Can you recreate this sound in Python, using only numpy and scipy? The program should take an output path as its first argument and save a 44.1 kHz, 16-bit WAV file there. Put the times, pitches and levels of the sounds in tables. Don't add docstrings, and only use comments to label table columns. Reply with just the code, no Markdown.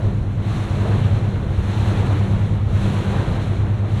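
import sys
import numpy as np
from scipy import signal
from scipy.fft import rfft, irfft
from scipy.io import wavfile

SR = 44100
rng = np.random.default_rng(int(sys.argv[2]) if len(sys.argv) > 2 else 0)


def generate_wav(sig):
    pcm = np.round(np.clip(np.atleast_2d(sig).T, -1, 1) * 32767).astype(np.int16)
    wavfile.write(sys.argv[1], SR, pcm)


N = 176400

# firing rate in Hz, level in dB, second harmonic in dB against the first.
ENGINE_TONES = [(96.95, -23.5, -18), (106.23, -23.3, -22)]
# time in seconds, gain in dB.
EXHAUST_GAIN = [(0, 1), (.08, 3), (.25, -3), (.7, -2), (.95, 2.5), (1.2, 1), (1.45, -4), (2.05, 2.5),
                (2.35, 2), (2.8, .5), (3.25, -3), (3.6, 1.5), (4, 1)]
# multiple of the turning rate, level in dB.
MACHINE_HARMONICS = [(4, -33), (5, -41), (6, -35), (10, -47)]
# centre in Hz, width in Hz, level in dB.
HULL_MODES = [(123, 4, -38), (138, 5, -36), (163, 8, -39), (195, 9, -34.5), (213, 7, -41)]
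# time in seconds, gain in dB.
DRONE_GAIN = [(0, 1), (.35, -4), (.7, -1), (.98, 4), (1.4, -3), (2.1, -2), (2.5, 2), (2.95, 4), (3.3, -2),
              (4, -3)]
# peak time in seconds, half length in seconds, level in dB.
SLOSH_EVENTS = [(.05, .07, -31), (.84, .09, -32), (2.88, .15, -33), (3.38, .05, -34), (3.87, .09, -33.5)]
# start in seconds, spray rise in seconds, spray gain in dB, time the water falls back
# in seconds, wash gain in dB, time the bow lifts clear in seconds.
BOW_WAVES = [(-.74, .21, -3, -.07, -9, .17), (.36, .18, -.7, .91, 1.2, 1.42),
             (1.42, .35, 0, 1.99, 2.3, 2.47), (2.65, .18, 1.7, 3.17, 1.8, 3.52),
             (3.81, .18, -2.7, 4.24, -2.4, 4.7)]
# frequency in Hz, relative density in dB.
WIND_SPECTRUM = [(3, -35), (10, -18), (18, -11), (30, -4.5), (50, -1.8), (75, 1), (110, -2), (150, -5),
                 (178, -10), (230, -15), (300, -26), (600, -45), (4000, -90)]
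WAKE_SPECTRUM = [(90, -8), (200, 0), (350, -4.5), (550, -9.5), (1000, -16), (2000, -22.5), (3300, -31),
                 (6200, -33.5), (9500, -39), (15500, -41)]
SLOSH_SPECTRUM = [(100, -15), (200, -1), (400, -1), (650, -6), (1200, -20), (4000, -45), (15500, -70)]
WASH_SPECTRUM = [(80, -14), (200, -1.5), (350, -1.7), (550, -5.2), (1000, -11.5), (2000, -19),
                 (3000, -23.3), (4200, -25), (6200, -29.5), (9500, -34), (15500, -38)]
SPRAY_SPECTRUM = [(100, -22), (200, -12.5), (350, -6), (550, -2.3), (1000, -.3), (2000, -7.8),
                  (3000, -10.3), (4200, -9.9), (6200, -12.6), (9500, -17.1), (15500, -20.3)]
# frequency in Hz, gain in dB.
HOUSING_RESPONSE = [(20, 0), (4200, 0), (4430, -10), (4600, -8.5), (4900, -16.8), (5300, -11), (6200, -7),
                    (9500, -10), (10600, -8), (11400, -19), (12300, -16), (13400, -18), (15600, -30)]


def undb(db):
    return np.exp(np.asarray(db) * np.log(10) / 20)


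def unit(x):
    return x / np.sqrt(np.mean(x ** 2))


def times_s():
    return np.arange(N) / SR


def bins_hz():
    return np.maximum(np.arange(N // 2 + 1) * SR / N, 1)


def response(points):
    hz, db = np.array(sorted(points)).T
    return undb(np.interp(np.log(bins_hz()), np.log(hz), db))


def walk(rate_hz):
    step = 100
    size = N // step + 1
    rolloff = 1 + (np.arange(size // 2 + 1) * SR / N / rate_hz) ** 4
    slow = irfft(rfft(rng.standard_normal(size)) / rolloff, size)
    return np.interp(np.arange(N), np.arange(size) * step, unit(slow))


def churn(spectrum, flicker_db, rate_hz, bands=9):
    band_index = np.interp(np.log(bins_hz()), np.log([40, 12000]), [0, bands - 1])
    noise = response(spectrum) * rfft(rng.standard_normal(N))
    out = 0
    for k in range(bands):
        band = irfft(noise * np.maximum(1 - abs(band_index - k), 0), N)
        out += band * undb(flicker_db * walk(rate_hz))
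    return unit(out)


def wandering_cycles(hz, wander=.0003):
    return hz * np.cumsum(1 + wander * walk(rate_hz=2)) / SR


def engines(in_step_s=2.006, rough_db=.8, trim_db=.1):
    t, out = times_s(), 0
    for hz, db, second_db in ENGINE_TONES:
        firings = wandering_cycles(hz)
        angle = 2 * np.pi * (firings - np.interp(in_step_s, t, firings))
        tone = np.sin(angle) + undb(second_db) * np.sin(2 * angle + 2 * np.pi * rng.random())
        out += np.sqrt(2) * tone * undb(db + rough_db * walk(rate_hz=16))
    return out * undb(trim_db + np.interp(t, *np.array(EXHAUST_GAIN).T))


def machine(turning_hz=32.88, waver_db=2.5):
    turns, out = wandering_cycles(turning_hz), 0
    for multiple, db in MACHINE_HARMONICS:
        tone = np.sin(2 * np.pi * (multiple * turns + rng.random()))
        out += undb(db) * unit(tone * undb(waver_db * walk(rate_hz=2)))
    return out


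def hull():
    modes = 0
    for hz, width_hz, db in HULL_MODES:
        modes += undb(db) * unit(1 / (1 + (2 * (bins_hz() - hz) / width_hz) ** 2))
    drone = irfft(rfft(rng.standard_normal(N)) * modes, N)
    return drone * undb(np.interp(times_s(), *np.array(DRONE_GAIN).T))


def wind(level_db=-23.6):
    return undb(level_db) * churn(WIND_SPECTRUM, flicker_db=2.3, rate_hz=6)


def wake(stream_db=-34.5):
    t = times_s()
    stream = churn(WAKE_SPECTRUM, flicker_db=1.6, rate_hz=11)
    slosh = churn(SLOSH_SPECTRUM, flicker_db=1.6, rate_hz=20, bands=4)
    swells = sum(undb(db) * np.exp(-((t - at_s) / half_s) ** 2) for at_s, half_s, db in SLOSH_EVENTS)
    return undb(stream_db) * stream + swells * slosh


def pings(per_s, low_hz, high_hz, cycles, spread_db, glide=.2):
    out = np.zeros(N + SR)
    for when, pitch, strength in rng.random((8000, 3))[:int(per_s * N / SR)]:
        hz = low_hz * (high_hz / low_hz) ** pitch
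        age = np.linspace(0, 1, int(cycles * SR / hz) + 2)
        angle = 2 * np.pi * cycles * age * (1 + glide * age / 2)
        ping = np.sin(angle) * undb(-40 * age)
        start = int(when * N)
        out[start:start + len(age)] += ping * undb(spread_db * strength) * np.sqrt(low_hz / hz)
    return unit(out[:N])


def wash(base_db=-29.4, rise_db_per_s=35, fade_db_per_s=15.5, bubble_mix_db=-10):
    t, power = times_s(), 0
    for _, _, _, fall_s, db, _ in BOW_WAVES:
        below_peak_db = np.maximum(rise_db_per_s * (fall_s - t), fade_db_per_s * (t - fall_s))
        power += undb(db - below_peak_db) ** 2
    bubbles = pings(per_s=260, low_hz=300, high_hz=2200, cycles=18, spread_db=18)
    rush = churn(WASH_SPECTRUM, flicker_db=1.2, rate_hz=20)
    return undb(base_db) * np.sqrt(power) * (rush + undb(bubble_mix_db) * bubbles)


def spray(base_db=-34.4, fade_db_per_s=13.5, stop_db_per_s=45, drop_mix_db=-16, surge_db=.7):
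    t, power = times_s(), 0
    for start_s, rise_s, db, _, _, clear_s in BOW_WAVES:
        swell = np.clip((t - start_s) / rise_s, 0, 1)
        fade_db = fade_db_per_s * np.maximum(t - start_s - rise_s, 0)
        stop_db = stop_db_per_s * np.maximum(t - clear_s, 0)
        power += (swell * undb(db - fade_db - stop_db)) ** 2
    drops = pings(per_s=1200, low_hz=2200, high_hz=11000, cycles=5, spread_db=22)
    hiss = churn(SPRAY_SPECTRUM, flicker_db=.7, rate_hz=22) + undb(drop_mix_db) * drops
    return undb(base_db + surge_db * walk(rate_hz=20)) * np.sqrt(power) * hiss


def scene():
    return (spray() + wash() + wake() + wind() + engines() + machine() + hull())[None]


def record(dry):
    housed = irfft(rfft(dry) * response(HOUSING_RESPONSE), N)
    top_hz = 15650
    return signal.sosfilt(signal.ellip(8, .2, 70, top_hz, fs=SR, output="sos"), housed)


dry = scene()
out = record(dry)
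generate_wav(out)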